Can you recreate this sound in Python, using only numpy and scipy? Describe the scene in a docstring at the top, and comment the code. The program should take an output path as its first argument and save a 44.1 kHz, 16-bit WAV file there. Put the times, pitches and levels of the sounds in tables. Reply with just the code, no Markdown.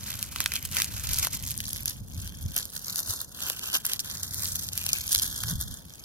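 """In a quiet wood, a hand crushes dry leaves about an arm's length from a pair of microphone ports.
Each press of the fingers brings a crunch: clumped noise bursts for breaking blade, noise for sliding flakes.
Ribs and creases give way in single snaps, bursts that ring a resonance; the wad knocks dully on the palm.
Light wind rumbles on the ports as low, lumpy noise, and buffets thump as short, uneven low swings.
Filtered noise makes the even hush of the wood; a faint, wavering low tone swells late and fades."""
import sys
import numpy as np
from scipy import signal
from scipy.fft import rfft, irfft
from scipy.io import wavfile
from scipy.ndimage import uniform_filter1d

SR = 44100
rng = np.random.default_rng(int(sys.argv[2]) if len(sys.argv) > 2 else 0)


def unload_audio(sound):
    """Save the sound as a 16-bit wav file, at the path given as the first command line argument."""
    columns = np.transpose(np.atleast_2d(sound))
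    # keep every value between -1 and 1, then stretch to whole-number steps
    steps = np.round(np.clip(columns, -1, 1) * 32767)
    wavfile.write(sys.argv[1], SR, steps.astype(np.int16))


N = 266540
TIME = np.arange(N) / SR  # seconds
BINS = np.fft.rfftfreq(N, 1 / SR)  # Hz
EDGE_HZ = 16000  # upper limit of the band


def gain_of(db):
    """Decibels to amplitude."""
    return 10 ** (np.asarray(db) / 20)


def evened(x):
    """Scales to rms 1."""
    return x / np.sqrt(np.mean(x ** 2) + 1e-20)


def read(points, column=1):
    """One column of a spectrum table at every frequency bin, interpolated over log frequency."""
    table = np.array(points, float)
    return np.interp(np.log(BINS + 1), np.log(table[:, 0]), table[:, column])


def level(rows):
    """A dB curve as a gain at every sample."""
    return gain_of(np.interp(TIME, *np.transpose(rows)))


def coloured(x, points):
    """Gives x a spectrum, at rms 1."""
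    return evened(irfft(rfft(x) * gain_of(read(points)), N))


def wander(hz):
    """Slow random drift of rms 1, up to about hz changes a second."""
    return evened(irfft(rfft(rng.standard_normal(N)) / (1 + (BINS / hz) ** 4), N))


def add(mix, s, sound):
    """Mixes a two-channel sound in at time s."""
    part = mix[:, max(round(s * SR), 0):][:, :sound.shape[1]]
    part += sound[:, :part.shape[1]]


def swells(steady, rows, shape):
    """A steady gain with bell-shaped swells (middle s, peak dB, half length s) added in power."""
    power = steady ** 2
    for s, db, half_s in rows:
        near = slice(*np.searchsorted(TIME, [s - 4 * half_s, s + 4 * half_s]))
        bell = np.exp(-abs((TIME[near] - s) / half_s) ** shape)
        power[near] += (gain_of(db) * bell) ** 2
    return np.sqrt(power)


def trees(db=-59):
    """The soft, even hush of the wood: steady noise with a fixed colour."""
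    # Colour of the hush. Each row: frequency in Hz, relative level in dB.
    hush_colour = [(100, 19), (450, 15), (800, 12), (1400, 7), (4000, -49), (16000, -19)]
    return gain_of(db) * coloured(rng.standard_normal((2, N)), hush_colour)


def wind(db=0., lumps_db=2.0, deep_hz=70, shared=0.24, gust_shape=2.3):
    """Eddies rumble on each port almost separately; stronger wind brings larger, deeper ones."""
    # Colour of the rumble. Each row: frequency in Hz, relative level in dB.
    rumble_colour = [(12, -27), (20, -42), (53, -9), (75, -4.5), (179, -8), (256, -13.5), (287, -16.5),
                     (420, -40), (550, -27), (920, -120)]
    # The breeze at the ports, with a lull in the middle. Each row: time in seconds, level in dB.
    breeze = [(0, -44.5), (2.55, -43), (2.7, -50), (3.98, -52), (4.2, -46), (5.7, -43.5), (5.8, -49.5),
              (6.04, -54.5)]
    # Gusts on top of it. 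Each row: middle in seconds, peak in dB, half length in seconds.
    gusts = [(0.702, -39.5, 0.072), (1.083, -37, 0.11), (1.466, -41, 0.12), (2.43, -45, 0.053),
             (5.554, -38, 0.15), (5.712, -43, 0.023)]
    blowing = swells(level(breeze), gusts, gust_shape)
    spectrum = rfft(coloured(rng.standard_normal((2, N)), rumble_colour))
    light = evened(irfft(spectrum, N))
    deep = evened(irfft(spectrum / (1 + (BINS / deep_hz) ** 2), N))
    strength = blowing / blowing.max()
    eddies = (1 - strength) * light + strength * deep
    eddies /= np.sqrt(uniform_filter1d((eddies ** 2).mean(0), size=6000))
    # each port also hears a little of the other's eddies
    lumpy = (eddies + shared * eddies[::-1]) * gain_of(lumps_db * wander(19))
    return gain_of(db) * blowing * evened(lumpy)


def brief_dips(depth_db=-11, half_s=.011):
    """A gain that drops briefly at a few moments."""
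    # Short dips in the crackle, in seconds.
    dip_times = [1.289, 1.848, 3.832, 3.982, 4.024, 4.71]
    return gain_of(depth_db * sum(np.exp(-((TIME - s) / half_s) ** 2) for s in dip_times))


def squeeze(uneven_db=1.6, slip_hz=32, grip_hollow_db=-10, press_shape=1.6):
    """How hard the hand works the outer flakes and the inner wad: grip plus presses, giving way unevenly."""
    # The grip that keeps the leaves crackling between presses. Each row: time in seconds, level in dB.
    grip = [(0, -50), (0.69, -47), (1.8, -39), (1.97, -47), (2.02, -57), (2.11, -50), (2.7, -45),
            (3.15, -49), (3.29, -52.5), (3.4, -44), (4.5, -44), (5.6, -41), (5.82, -53), (6.04, -49)]
    # One crunch for each press of the fingers, ahead of the flake and wad trims.
    # Each row: middle in seconds, peak in dB, half length in seconds, wad against flakes in dB.
    crunches = [(0.096, -37, 0.109, -9), (0.228, -41.0, 0.068, -9), (0.416, -38.5, 0.087, -5),
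                (0.56, -34, 0.035, -11), (0.652, -37, 0.018, -10), (0.788, -29, 0.058, -9.5),
                (1.047, -36.5, 0.195, -9), (1.158, -29.0, 0.074, -15.5), (1.24, -27.5, 0.04, -8.5),
                (1.343, -29.0, 0.019, -13.5), (1.497, -34.5, 0.046, -30.5), (1.695, -34, 0.032, -33),
                (1.885, -33, 0.032, -11.5), (2.204, -42.5, 0.081, -12.5), (2.424, -44.5, 0.031, -17),
                (2.581, -29.5, 0.034, -8), (2.765, -36, 0.021, -9.5), (2.885, -34.5, 0.064, -8.5),
                (2.989, -29, 0.039, -9), (3.109, -30, 0.054, -8), (3.216, -31.5, 0.022, -8.5),
                (3.463, -36.0, 0.091, -4.5), (3.667, -34.5, 0.056, -7), (3.752, -22.5, 0.021, -7.5),
                (3.905, -34.5, 0.055, -7), (4.004, -30.5, 0.013, -30), (4.117, -37, 0.097, -8.5),
                (4.239, -31.5, 0.011, -9.5), (4.437, -32, 0.117, -13), (4.557, -35, 0.182, -24),
                (4.807, -34.5, 0.078, -12.5), (4.949, -33, 0.08, -13.5), (5.135, -28, 0.054, -15.5),
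                (5.25, -31, 0.086, -13), (5.415, -35, 0.078, -9.5), (5.506, -30, 0.026, -6),
                (5.621, -31.5, 0.02, -12), (5.737, -43.5, 0.052, -6.5)]
    on_flakes = [(s, db, half_s) for s, db, half_s, _ in crunches]
    on_wad = [(s, db + hollow_db, half_s) for s, db, half_s, hollow_db in crunches]
    # press_shape: 1 swells to a point, 2 to a round bell
    flake = swells(level(grip), on_flakes, press_shape)
    wad = swells(gain_of(grip_hollow_db) * level(grip), on_wad, press_shape)
    slipping = brief_dips() * gain_of(uneven_db * wander(slip_hz))
    return flake * slipping, wad * slipping


def fracture(rise_s, fall_s, count=1, size=512):
    """Cracks run through the leaf: tiny bursts that swell to their middle and die, one version for each port."""
    t = (np.arange(size) - size // 2) / SR
    burst = rng.standard_normal((count, 2, size)) * np.exp(np.minimum(t / rise_s, -t / fall_s))
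    return burst / np.linalg.norm(burst, axis=-1, keepdims=True)


def flakes(count, rise_s=.00027, fall_s=.00028, peak_db=10, octaves=.45, size=512):
    """Small fractures, each lifted around the resonance of its own flake."""
    hz = np.exp(rng.uniform(np.log(1000), np.log(16000), (count, 1, 1)))
    away = np.log2((np.fft.rfftfreq(size, 1 / SR) + 1) / hz) / octaves
    return irfft(rfft(fracture(rise_s, fall_s, count=count)) * gain_of(peak_db * np.exp(-away ** 2)))


def crackle(effort, count, spread_db, clump, rustle_db=0):
    """Clumps of small fractures of all sizes, with flakes rustling between them; its level is evened over time."""
    # Sliding rustle against separate fractures, low where the leaves only tick and break.
    # Each row: time in seconds, level in dB ahead of the rustle trim.
    sliding = [(0, 1.5), (1.25, 0.5), (1.4, -5), (2.6, -5), (3.1, -1), (3.76, -0.5), (3.86, -0.5), (4.5, 2),
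               (6, -3.5)]
    bunching = np.exp(clump * wander(110))
    work = np.cumsum(bunching * np.sqrt(effort))  # a harder squeeze breaks more flakes a second
    times = np.interp(rng.random(count) * work[-1], work, TIME)
    sizes = gain_of(spread_db * np.minimum(rng.exponential(1, count), 3.2))
    grains = np.zeros((2, N))
    for s, strength, grain in zip(times, sizes, flakes(count)):
        add(grains, s - grain.shape[1] / 2 / SR, strength * grain)
    rustle = evened(rng.standard_normal((2, N)) * np.sqrt(bunching))
    sound = evened(grains) + gain_of(rustle_db) * level(sliding) * rustle
    # the hand does work at a steady pace, so the sound around a large break is weaker
    power = uniform_filter1d((sound ** 2).mean(0), size=1500)
    return sound / np.sqrt(uniform_filter1d(power, size=900))


def moving_colour(x, octaves=0.11, lower_share=0.6, dip_octaves=0.24, dip_below=0.47, fidget=0.025, size=256):
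    """Two moving resonances an octave apart colour the crackle, with a moving dip or rise in level between."""
    # How the colour moves; a negative lift lowers the level, a negative dip raises it.
    # Each row: time in seconds, upper resonance in Hz, its lift in dB, depth of the dip below it in dB.
    resonances = [(0.2, 2200, 3, -1), (0.462, 2500, 6, 2), (0.55, 3140, 9.5, -11), (0.8, 2700, 4.5, -6.5),
                  (1.55, 1870, 5, 7.5), (2.1, 1950, 2, 6), (2.3, 3320, 9.5, -5), (3.1, 3330, -21, 15.5),
                  (3.55, 2830, 9.5, 7), (3.93, 3060, 5, -1.5), (4.35, 4100, -0.5, 14),
                  (4.9, 3470, 1, -13.5), (5.65, 3400, 5.5, 31), (5.85, 3510, 3, -2.5)]
    overlap = size - size // 4
    f, t, z = signal.stft(x, SR, nperseg=size, noverlap=overlap)
    s, *columns = np.transpose(resonances)
    hz, lift_db, dip_db = (np.interp(t, s, column) for column in columns)
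    upper_hz = hz * np.exp(fidget * np.interp(t, TIME, wander(14.5)))
    away = np.log2((f[:, None] + 1) / upper_hz)  # octaves
    lifts = np.exp(-(away / octaves) ** 2) + lower_share * np.exp(-((away + 1) / octaves) ** 2)
    dip = np.exp(-((away + dip_below) / dip_octaves) ** 2)
    shaped = z * gain_of(lift_db * lifts - dip_db * dip)
    return signal.istft(shaped, SR, nperseg=size, noverlap=overlap)[1][:, :N]


def ring(hz, damping, tilt_db, f):
    """A piece of leaf radiates little below its lowest resonance, and rises or falls in level above it."""
    r = f / hz
    return r ** 2 / (1 - r ** 2 + 1j * damping * r) * gain_of(tilt_db * np.log2(np.maximum(r, 1)))


def struck(s, energy_db, crack, hz, damping, tilt_db):
    """A crack centred on time s rings a piece of leaf: start time and sound."""
    size = crack.shape[1]
    f = np.fft.rfftfreq(size, 1 / SR)
    push = rfft(crack)
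    # a crack pushes evenly; the piece gives the colour
    push /= np.sqrt(uniform_filter1d(abs(push) ** 2, size=14, axis=1))
    sound = irfft(push * ring(hz, damping, tilt_db, f) / (1 + (f / EDGE_HZ) ** 20))
    # energy worth rms 1 over 1 ms
    sound *= np.sqrt(SR / 1000) / np.linalg.norm(sound, axis=1, keepdims=True)
    return s - size // 2 / SR, gain_of(energy_db) * sound


def snaps(db=-0.8, rise_s=.00045, fall_s=.00055, damping=.75, typical_db=-14, stretch=.25,
          tick=.65, tick_s=.00008):
    """Each break of a rib or crease rings its own piece of leaf; a larger crack runs longer, with a sharp tick."""
    # The loudest ribs and creases that break. Each row: time in seconds, energy in dB over 1 ms ahead of
    # the common trim, lowest resonance of the piece in Hz, brightness in dB per octave.
    breaks = [(0.128, -35, 3870, -7.5), (0.228, -15, 2190, 4.5), (0.361, -20, 1190, -2.5),
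              (0.4045, -12.5, 1190, 1), (0.4415, -23, 1820, 5), (0.4608, -11, 1990, -3),
              (0.52, -18.5, 2070, -1), (0.538, -18.5, 924, 3.5), (0.5564, -20, 3220, 1),
              (0.564, -20, 3370, -7), (0.6525, -19.5, 2010, 5), (0.7145, -27, 8260, -6),
              (0.769, -13, 1740, 0), (0.8018, -15.5, 1070, 0), (0.82, -10.5, 2780, 0),
              (0.8446, -19, 2800, 1), (1.0916, -22, 2650, 1), (1.117, -25, 2650, 7),
              (1.134, -13.5, 2870, 4.5), (1.187, -12, 4050, 5), (1.2705, -16.5, 950, 2),
              (1.351, -22, 7250, -16), (1.5084, -20, 2650, 6), (1.516, -22, 3520, 2),
              (1.5777, -19.5, 8900, -12), (1.6042, -19.5, 2530, -1), (1.732, -19, 3690, 5),
              (1.7615, -26, 2070, 0.5), (1.8581, -13, 2300, 5.5), (1.881, -18.5, 4840, -5),
              (2.276, -26.5, 2910, 0.5), (2.5647, -13.5, 1300, 5.5), (2.5796, -22, 5900, -7),
              (2.6546, -24, 4500, 5), (2.9591, -17, 4700, -0.5), (3.0033, -19, 940, 9),
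              (3.4998, -15, 2200, 1.5), (3.5941, -24.5, 3000, 1), (3.85, -22, 980, 0.5),
              (3.8536, -15.5, 5660, -0.5), (3.8656, -13.5, 900, 9), (3.9344, -13.5, 4120, 1),
              (3.9941, -18, 5100, -8.5), (3.9999, -26, 5120, -3), (4.2327, -18.5, 5200, 1),
              (4.3449, -20.5, 900, 8), (4.445, -22, 3520, 3), (4.4566, -20, 5100, -15),
              (4.5572, -17, 3860, 4), (4.6887, -22.5, 4200, -3.5), (4.7332, -22, 5770, -4),
              (4.7774, -14.5, 2300, 5.5), (4.8404, -24, 1000, 1.5), (4.865, -15, 3270, 0.5),
              (4.891, -15.5, 4440, -2), (4.9319, -7.5, 6300, -7), (4.9856, -24, 900, 7),
              (5.0092, -25, 4170, -2.5), (5.013, -25, 4200, 2), (5.0788, -22, 5400, -6),
              (5.1228, -16, 5370, 2.5), (5.1295, -9.5, 5000, 3), (5.149, -6.5, 4400, -3),
              (5.1599, -13.5, 3660, -5), (5.1807, -16, 7160, -20), (5.1887, -16.5, 5630, -7),
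              (5.1975, -17, 3950, -3), (5.222, -15.5, 1760, 5), (5.437, -18.5, 1200, 0.5),
              (5.4887, -25, 5730, -12)]
    out = np.zeros((2, N))
    for s, energy_db, hz, tilt_db in breaks:
        length = gain_of(stretch * (energy_db - typical_db))
        crack = fracture(rise_s * length, fall_s * length)[0] + tick * fracture(tick_s, tick_s)[0]
        add(out, *struck(s, energy_db + db, crack, hz, damping, tilt_db))
    return out


def thumps(uneven_turns=0.11, size=8192):
    """Each buffet of air pushes the diaphragms through a few uneven swings."""
    # Buffets that thump on the ports.
    # Each row: middle in seconds, peak in dB, centre frequency in Hz, length in seconds.
    buffets = [(0.95, -25.5, 103, 0.0066), (1.124, -28.5, 67, 0.011), (1.203, -33, 67.6, 0.02),
               (2.017, -32, 69.5, 0.023), (2.183, -25.5, 92.5, 0.011), (2.265, -33, 63.5, 0.022),
               (2.46, -20.5, 86, 0.0081), (3.1, -27, 88, 0.007), (5.174, -30.5, 82, 0.008),
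               (5.452, -27.5, 115, 0.0073), (5.53, -25, 155, 0.013), (5.557, -23, 80.6, 0.0059)]
    out = np.zeros((2, N))
    t = (np.arange(size) - size // 2) / SR
    stagger = uneven_turns * wander(56)
    port_turns = np.array([[0], [1 / 4]])  # a quarter turn between the ports
    for s, db, hz, length_s in buffets:
        turns = hz * t + np.interp(s + t, TIME, stagger) + rng.random() + port_turns
        swing = np.sin(2 * np.pi * turns)
        add(out, s - size // 2 / SR, gain_of(db) * swing * np.exp(-abs(t / length_s) ** 0.68))
    return out


def knocks(hz=620, damping=1.0, tilt_db=-9.0, cave_s=0.00082):
    """The wad caves in and gives the palm a short, dull knock."""
    # Cave-ins of the wad. Each row: time in seconds, energy in dB over 1 ms.
    cave_ins = [(1.271, -30.5), (2.565, -35.5), (3.503, -32.5), (4.865, -37), (4.934, -40)]
    out = np.zeros((2, N))
    for s, energy_db in cave_ins:
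        add(out, *struck(s, energy_db, fracture(cave_s, cave_s)[0], hz, damping, tilt_db))
    return out


def leaves(crisp_db=-1.0, hollow_db=1.8):
    """Fractures sound bright in the outer flakes and hollow inside the wad; a moving colour shapes both."""
    # Colours of the outer flakes and of the wad. Each row: frequency in Hz, relative level in dB.
    flake_colour = [(900, -28), (2200, -58), (3200, -4), (6300, 3), (8500, 2), (11200, -1.5), (13300, 1.5),
                    (16000, -1.5)]
    wad_colour = [(200, -8), (450, -8), (800, -7), (1400, -2.5), (2100, -3), (3000, 0.5), (5000, -8)]
    on_flakes, on_wad = squeeze()
    outer = crackle(on_flakes, count=1900, spread_db=3.5, clump=0.7)
    inner = crackle(on_flakes, count=1800, spread_db=3.5, clump=.5, rustle_db=4.0)
    crisp = gain_of(crisp_db) * on_flakes * coloured(outer, flake_colour)
    hollow = gain_of(hollow_db) * on_wad * coloured(inner + 0.55 * outer, wad_colour)
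    return moving_colour(crisp + hollow) + snaps() + knocks()


def drone(hz=93, waver=0.026):
    """A low tone that swells, wavers in pitch and fades."""
    # The faint drone. Each row: time in seconds, level in dB.
    drone_level = [(3.9, -73), (4.25, -47), (4.7, -48), (4.95, -51.5), (5.3, -81)]
    turns = np.cumsum(hz * (1 + waver * wander(8.0))) / SR
    return level(drone_level) * evened(np.sin(2 * np.pi * turns))


def surroundings(x, db, t60, size=4096):
    """Hand, coat and ground scatter a short, faint tail of sparse random echoes."""
    t = np.arange(size) / SR
    sparse = (rng.random((2, size)) < .06) * (t > .001)
    taps = rng.standard_normal((2, size)) * sparse * gain_of(-60 * t / t60)
    taps /= np.linalg.norm(taps, axis=1, keepdims=True)
    return x + gain_of(db) * signal.oaconvolve(x, taps, axes=1)[:, :N]


def reaching(at_hip, held_out, reach_s=1.564):
    """Blends from one sound to the other as the hand moves out, around reach_s."""
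    reach = np.clip((TIME - reach_s) * 10 + .5, 0, 1)
    return (1 - reach) * at_hip + reach * held_out


def ports(x, right_db=0.56, sway_radians=0.37):
    """The two ports hear a shared part and a part of their own; the right one's phase shifts as the hand moves."""
    # Likeness of the two ports. Each row: frequency in Hz, coherence from 0 to 1.
    likeness = [(100, 0.33), (600, 0.21), (1500, 0.95), (3100, 1), (5500, 0.15), (8000, 0.97),
                (10500, 0.92), (12300, 0.87), (16000, 1)]
    # How far the left port leads. Each row: frequency in Hz, then the lead in radians with the hand
    # at the hip, with it held out, and with it lowered.
    left_lead = [(450, 0.5, 0.5, -0.44), (1410, -0.55, 1.54, 0.3), (2164, 1.38, -4, -2.5),
                 (3390, -2.02, -1.5, -2.5), (5100, -1.5, -6, -3.5), (8270, -2.5, -3, -2.5),
                 (12680, -0.7, 1.33, -0.53), (13150, -0.3, -0.4, -1), (14200, 3.5, 3.5, 3.5)]
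    # When the hand hangs low over the ground: from and until, in seconds.
    low_from, low_until = (3.35, 4.95)
    left, own = rfft(x)
    same = np.clip(read(likeness), 0, 1)
    right = irfft(same * left + np.sqrt(1 - same ** 2) * own, N)
    sway = np.exp(1j * sway_radians * wander(23))
    right = rfft((signal.hilbert(right) * sway).real)
    at_hip, held_out, lowered = (irfft(right * np.exp(-1j * read(left_lead, column=k)), N) for k in (1, 2, 3))
    low = np.clip(np.minimum(TIME - low_from, low_until - TIME) * 10 + .5, 0, 1)
    placed = (1 - low) * reaching(at_hip, held_out) + low * lowered
    return np.array([x[0], gain_of(right_db) * placed])


def scene():
    """Leaves and air, as the two ports hear them."""
    crushing = surroundings(leaves(), db=-14, t60=.04)
    return ports(crushing + trees() + thumps()) + wind() + drone()


def record(dry):
    """The recorder softly rounds off the highest peaks and limits the band."""
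    ceiling = .65  # of full scale, ahead of the band limit
    rounded = ceiling * np.tanh(dry / ceiling)
    lowpass = signal.firwin(511, EDGE_HZ, window=("kaiser", 9), fs=SR)
    return signal.oaconvolve(rounded, lowpass[None], "same", axes=1)


dry = scene()
out = record(dry)
unload_audio(out)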